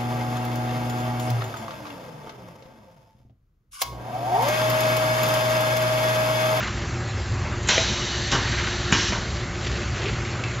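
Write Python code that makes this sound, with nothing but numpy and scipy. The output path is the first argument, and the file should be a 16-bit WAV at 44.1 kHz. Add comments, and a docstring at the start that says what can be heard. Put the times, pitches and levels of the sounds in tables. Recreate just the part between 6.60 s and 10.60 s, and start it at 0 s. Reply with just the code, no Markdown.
"""Motor hum and a brief scrape open the scene: a hard-walled workroom with a pneumatic piston filler.
An air valve snaps over and exhausts in a turbulent jet, and the rotary sauce valve knocks on its stop.
Air hisses through the stroke, coloured by steel resonances, as the piston doses thick sauce into a jar.
The valve snaps back with another exhaust, and the full jar slides and taps over the steel table."""
import sys
import numpy as np
from scipy import signal
from scipy.fft import rfft, irfft
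from scipy.io import wavfile
from scipy.ndimage import uniform_filter1d

SR = 44100
rng = np.random.default_rng(int(sys.argv[2]) if len(sys.argv) > 2 else 0)


def store_pcm(level_fs):
    """Save levels as 16-bit WAV."""
    pcm = np.round(np.clip(level_fs, -1, 1) * 32767).astype(np.int16)
    wavfile.write(sys.argv[1], SR, np.atleast_2d(pcm).T)


N = 176400
TIME, FREQS = np.arange(N) / SR, np.fft.rfftfreq(N, 1 / SR)


def amp(db):
    """Amplitude ratio of a level in decibels."""
    return 10 ** (np.asarray(db) / 20)

def unit_rms(x):
    """Normalisation to an rms of 1."""
    return x / np.sqrt(np.mean(x ** 2) + 1e-20)

def curve_at(points, hz):
    """Interpolation on a logarithmic frequency axis."""
    freqs, values = np.transpose(points)
    return np.interp(np.log(hz + 1), np.log(freqs + 1), values)

def add(mix, start, sound):
    """Superposition of a sound on the mix, from a start time in seconds."""
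    part = mix[round(start * SR):][:len(sound)]
    part += sound[:len(part)]

def hump(middle, length):
    """Gaussian envelope: a smooth rise and fall."""
    return np.exp(-2 * ((TIME - middle) / length) ** 2)

def tone(hz):
    """Simple harmonic motion with a random phase."""
    return np.sin(2 * np.pi * (hz * TIME + rng.random()))

def noise(gain):
    """Random-phase noise of unit rms with the given spectral shape."""
    return unit_rms(irfft(gain * np.exp(2j * np.pi * rng.random(N // 2 + 1)), N))

def band(hz, half_width_hz):
    """Random excitation of one resonance gives narrow-band noise."""
    return noise(1 / (1 + ((FREQS - hz) / half_width_hz) ** 2))

def mode(start, hz, t60):
    """Free vibration of a damped oscillator, falling 60 dB in t60 seconds."""
    t = np.maximum(TIME - start, 0)
    return np.exp(-np.log(1000) * t / t60) * np.sin(2 * np.pi * hz * t)

def impact(rise_s, decay_s, spectrum):
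    """Modal overlap: the dense modes of a struck part merge into a decaying burst of noise."""
    t = np.arange(SR // 2) / SR
    envelope = np.minimum(t / rise_s, 1) * np.exp(-t / decay_s)
    burst = rfft(envelope * rng.standard_normal(len(t)), SR)  # 1 Hz per bin
    burst /= np.sqrt(uniform_filter1d(abs(burst) ** 2, size=500) + 1e-12)  # whitening
    gain = amp(curve_at(spectrum, np.arange(len(burst))))
    coloured = irfft(burst * gain)[:len(t)]
    return unit_rms(coloured) * np.sqrt(np.mean(envelope ** 2))

# Ambient noise spectrum (frequency [Hz], relative level [dB])
AMBIENT_SPECTRUM = [(20, -37), (32, -19.5), (49, -4.5), (70, -10), (105, -14), (128, -2.5), (145, -13.5),
                    (169, -12), (205, -9.5), (250, -14.5), (314, -17), (390, -18), (490, -20.5), (700, -21),
                    (911, -22.5), (1200, -19.5), (1800, -21), (2150, -21.5), (2400, -27.5), (2650, -25),
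                    (3000, -30), (3900, -31), (4250, -28), (5000, -33.5), (6500, -31.5), (7500, -33)]
def workroom(level_db=-31, flicker_db=2):
    """Broadband noise of fans and distant machines, modulated at random in time and frequency."""
    steady = noise(amp(curve_at(AMBIENT_SPECTRUM, FREQS)))
    spectra = signal.stft(steady, nperseg=512)[2]
    patches = uniform_filter1d(rng.standard_normal(spectra.shape), size=6, axis=0)
    patches = unit_rms(uniform_filter1d(patches, size=8, axis=1))
    return amp(level_db) * signal.istft(spectra * amp(flicker_db * patches), nperseg=512)[1][:N]

# Motor tones (frequency [Hz], level [dB], noise half-width [Hz], noise amplitude share [0-1])
MOTOR_TONES = [(64.6, -36.5, 3.6, .75), (85.5, -38.5, 4, .6), (104.54, -36.5, 2.8, .45),
               (120.2, -35.5, 3.2, .6), (162.2, -44.5, 9, 0.9), (351, -42.5, 9.4, 0.9),
               (366.7, -48, 9.4, 0.9), (585, -50.5, 9, 1), (766, -53, 14, 1)]
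def motors(swell_db=-28, swell_hz=(81, 100.2)):
    """Beating: motor tones waver against narrow-band noise, and two low tones throb in one swell."""
    out = amp(swell_db) * hump(middle=0.76, length=0.32) * sum(tone(hz) for hz in swell_hz)
    for hz, db, half_width_hz, share in MOTOR_TONES:
        steady = np.sqrt(2 * (1 - share ** 2)) * tone(hz)
        out += amp(db) * (steady + share * band(hz, half_width_hz))
    return out

# Reverberation time of the workroom (frequency [Hz], T60 [s])
REVERB_TIMES = [(100, 0.39), (1000, 0.43), (3000, 0.22), (7500, 0.061)]
def reverberation(sound, level_db=-4.5, reflections_per_s=2000, gap_s=0.004):
    """Absorption: sparse wall reflections decay exponentially, each band at its own rate."""
    reflections = rng.choice([-1., 1.], SR) * (rng.random(SR) < reflections_per_s / SR)
    reflections *= np.arange(SR) > gap_s * SR
    hz, t, spectra = signal.stft(reflections, SR, nperseg=256)
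    decay = np.exp(-np.log(1000) * t / curve_at(REVERB_TIMES, hz)[:, None])
    tail = signal.istft(spectra * decay, SR, nperseg=256)[1]
    return amp(level_db) * signal.fftconvolve(sound, tail / np.linalg.norm(tail))[:N]

# Sliding movements (mid time [s], duration [s], level [dB], centre frequency [Hz], width [octaves])
SLIDES = [(0.007, 0.12, -31.5, 1490, 1.44), (0.05, 0.35, -40, 2600, 1.9), (1.953, 0.28, -30.5, 1700, 1.4),
          (2.77, 0.11, -40.5, 3060, 2.5), (3.08, 0.19, -38, 2500, 2.2), (3.198, 0.18, -39, 2500, 2.1),
          (3.455, 0.18, -35.5, 2300, 1.7), (3.465, 0.06, -33.5, 2650, .8), (3.45, 0.11, -33.5, 405, 0.33),
          (3.123, 0.14, -39.5, 410, 0.49), (3.7, 0.34, -42.5, 2240, 0.98), (3.914, 0.079, -39.5, 1990, 1.8)]
def friction(grain_db=2.6):
    """Sliding friction of piston, hand and jar: grainy noise swells and fades with each movement."""
    out = np.zeros(N)
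    for middle, length, db, hz, octaves in SLIDES:
        colour = 1 / (1 + (2 * np.log2((FREQS + 1) / hz) / octaves) ** 2)
        roughness_db = grain_db * band(0, half_width_hz=49)
        out += amp(db + roughness_db) * hump(middle, length) * noise(colour)
    return out

# Spectrum of the struck jar (frequency [Hz], relative level [dB])
GLASS_SPECTRUM = [(300, -19), (1300, -8), (1750, -16.5), (2150, 3.5), (2700, 1), (3100, -13), (3700, -7.5),
                  (4500, -13.5), (7500, -16), (9000, -51.5)]
# Contacts of the handled jar (time [s], level [dB])
JAR_CONTACTS = [(3.03, -31), (3.218, -30), (3.231, -32), (3.356, -32), (3.38, -31), (3.432, -30),
                (3.463, -27), (3.648, -33), (3.728, -34), (3.8375, -21.5), (3.9, -33)]
def jar_taps():
    """Damped impacts: the glass catches and taps while the hand absorbs its ringing."""
    out = np.zeros(N)
    for start, db in JAR_CONTACTS:
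        add(out, start, amp(db) * impact(rise_s=0.00065, decay_s=0.004, spectrum=GLASS_SPECTRUM))
    return out

# Air-line whistles (mid time [s], duration [s], level [dB], frequency [Hz], half-width [Hz])
LINE_WHISTLES = [(1.15, .1, -33, 3150, 60), (1.22, .16, -32, 3920, 110), (1.42, .2, -40, 2950, 24),
                 (1.57, .09, -39.5, 2950, 24), (2.1, .7, -48.5, 6040, 65)]
def whistles():
    """Flow-excited resonance: escaping air sounds one pitch after another as the pressure changes."""
    return sum(amp(db) * hump(middle, length) * band(hz, half_width_hz)
               for middle, length, db, hz, half_width_hz in LINE_WHISTLES)

# Resonances of the steel body and air line (frequency [Hz], width [Hz], peak gain [dB])
STEEL_RESONANCES = [(1609, 22, 6), (1840, 40, 3), (2110, 22, 4), (2477, 22, 8), (2916, 20, 6),
                    (2960, 45, 5), (3134, 30, 6), (3247, 16, 5), (3400, 35, 3), (3662, 22, 6),
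                    (3854, 24, 6), (4020, 22, 4), (4220, 26, 4), (4370, 16, 6), (5250, 60, 3),
                    (5690, 40, 4), (6010, 40, 4), (6147, 20, 7), (6670, 40, 5)]
def steel_gain_db():
    """Resonance: the machine lifts narrow bands of the sound that passes through it."""
    return sum(db / (1 + (2 * (FREQS - hz) / width) ** 2) for hz, width, db in STEEL_RESONANCES)

def air_jet(spectrum):
    """Source and filter: turbulent noise is shaped by its port and by the machine's resonances."""
    return noise(amp(curve_at(spectrum, FREQS) + steel_gain_db()))

# Envelope of the air bleeding from the cylinder (time [s], level [dB])
BLEED_ENVELOPE = [(1.1, -64), (1.25, -38), (1.45, -30.5), (1.7, -29), (1.9, -30.5), (2.1, -31.5),
                  (2.289, -31.5), (2.5, -32), (2.9, -46)]
# Spectrum of that air (frequency [Hz], relative level [dB])
BLEED_SPECTRUM = [(500, -14.5), (1200, -18), (1800, 1), (2300, -10.5), (2950, -2), (3350, -3), (3850, 0.5),
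                  (4500, -0.5), (5200, -8), (6050, -4), (6800, -9.5), (7500, -8.5)]
def piston_stroke():
    """Throttled flow: air bleeds out in a sustained hiss while the piston pushes the sauce."""
    level_db = np.interp(TIME, *np.transpose(BLEED_ENVELOPE), left=-120, right=-120)
    return amp(level_db) * air_jet(BLEED_SPECTRUM)

# Recoils of the frame (time [s], level [dB])
RECOILS = [(1.096, -20), (2.3255, -13)]
def frame_thumps(hz=190, t60=0.05):
    """Reaction force: each switch of the air valve excites one low mode of the frame."""
    return sum(amp(db) * mode(start, hz, t60) for start, db in RECOILS)

# Modes of the rotary valve's stop (frequency [Hz], level [dB], T60 [s])
STOP_RESONANCES = [(555, -17.5, .04), (655, -18, .14), (705, -30, .11), (1254, -36, .2), (2030, -12, .022),
                   (2380, -10.5, .02), (2950, -18, .02)]
# Strikes on the stop (time [s], gain [dB])
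STOP_STRIKES = [(1.1802, 0), (2.523, -15)]
def stop_ring():
    """Modal superposition: struck by the rotary valve, the stop gives a short hollow clunk."""
    return sum(amp(strike_db + db) * mode(start, hz, t60)
               for start, strike_db in STOP_STRIKES for hz, db, t60 in STOP_RESONANCES)

# Spectra of parts 0-3: valve body, rotary stop, frame, valve spool (frequency [Hz], relative level [dB])
PART_SPECTRA = [
    [(60, -12), (180, 2), (330, -3), (520, -12), (1000, -2), (1400, -2), (1800, 1), (2500, 1), (3050, -2),
     (3700, -13), (5000, -19), (7500, -21), (9000, -50)],
    [(100, -18), (350, -14), (520, 1), (640, 5), (850, -5), (1500, -9), (2000, 1), (2350, 4), (2700, -7),
     (5000, -19), (7500, -26), (9000, -50)],
    [(80, -4), (220, 1), (500, -2), (1000, 1), (1550, 1), (2300, -8), (3000, -7), (4500, -13), (5800, -12),
     (7500, -20), (9000, -50)],
    [(500, -25), (2000, -16), (3800, -12), (4700, -17), (5700, -7), (6350, -10), (6750, 2), (7050, 0),
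     (7600, -5), (9000, -50)],
]
# Impacts in the machine (time [s], level [dB], rise time [s], decay time constant [s], part [index])
MACHINE_IMPACTS = [(1.028, -40, .002, .012, 3), (1.071, -31, .004, .025, 3), (1.069, -23, .018, .02, 0),
                   (1.0858, -13, .002, .004, 3), (1.0895, -14.5, .001, .005, 0),
                   (1.097, -23, .001, .006, 0), (1.178, -17, .002, .004, 1), (1.562, -36, .002, .015, 0),
                   (1.714, -32, .003, .02, 3), (1.7205, -17, .004, .01, 2), (1.732, -22, .001, .01, 2),
                   (1.749, -23.5, .002, .014, 2), (2.307, -26, .012, .012, 0),
                   (2.3205, -22.5, .001, .01, 3), (2.3243, -8.5, .001, .0035, 0),
                   (2.331, -24, .001, .008, 0), (2.355, -25, .001, .005, 0), (2.521, -25.5, .003, .012, 1),
                   (2.523, -24.5, .003, .016, 2), (2.722, -41, .002, .012, 3)]
def knocks(resonance_depth=0.93):
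    """Impulse response: valves and frame take blows, and the steel body rings on after each."""
    blows = np.zeros(N)
    for start, db, rise_s, decay_s, part in MACHINE_IMPACTS:
        add(blows, start, amp(db) * impact(rise_s, decay_s, PART_SPECTRA[part]))
    # A one-sided cepstrum gives minimum phase, so the ringing follows the blow.
    cepstrum = irfft(np.log(amp(resonance_depth * steel_gain_db())), N)
    one_sided = (1 + np.sign(TIME)) * (np.arange(N) < N // 2)
    body_response = np.exp(rfft(cepstrum * one_sided))
    return irfft(rfft(blows) * body_response, N)

# Spectra of exhaust ports 0 and 1 (frequency [Hz], relative level [dB])
PORT_SPECTRA = [
    [(200, -31), (600, -3), (1100, -11), (1700, -6), (2300, -6), (3100, -5), (3950, -1.5), (4800, -9.5),
     (5400, -6), (6100, -4), (6800, -10.5), (7500, -13)],
    [(200, -38), (600, -11), (1100, -4), (1850, 4), (2300, -3.5), (3200, 2), (4200, -2), (4850, -2.5),
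     (5400, 2), (6100, 0), (6800, -5), (7500, -8.5)],
]
# Releases of air (time [s], level [dB], decay rate [dB/s], open time [s], port [index])
AIR_RELEASES = [(1.088, -18.5, 41, 0.48, 0), (1.715, -23, 120.5, 0.05, 1), (2.324, -22.5, 26, 0.17, 1)]
def exhausts(rise_s=0.0024, shut_db_per_s=104):
    """Blowdown of a cylinder: the jet's hiss decays with the pressure, then faster as the port shuts."""
    out = np.zeros(N)
    for start, db, decay_db_per_s, open_s, port in AIR_RELEASES:
        t = np.maximum(TIME - start, 0)
        level_db = db - decay_db_per_s * t - shut_db_per_s * np.maximum(t - open_s, 0)
        out += np.minimum(t / rise_s, 1) * amp(level_db) * air_jet(PORT_SPECTRA[port])
    return out

def scene():
    """Superposition at one point, alike in both channels; the knocks and jar taps reverberate."""
    hits = knocks() + jar_taps()
    struck = hits + reverberation(hits) + stop_ring() + frame_thumps()
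    air = exhausts() + piston_stroke() + whistles()
    mono = struck + air + friction() + workroom() + motors()
    return np.array([mono, mono])

def record(dry, cutoff_hz=7640):
    """Band limiting: a steep low-pass filter removes the top of the treble."""
    lowpass = signal.firwin(1023, cutoff_hz, window=("kaiser", 7), fs=SR)
    return signal.oaconvolve(dry, lowpass[None], "same")


dry = scene()
out = record(dry)
store_pcm(out)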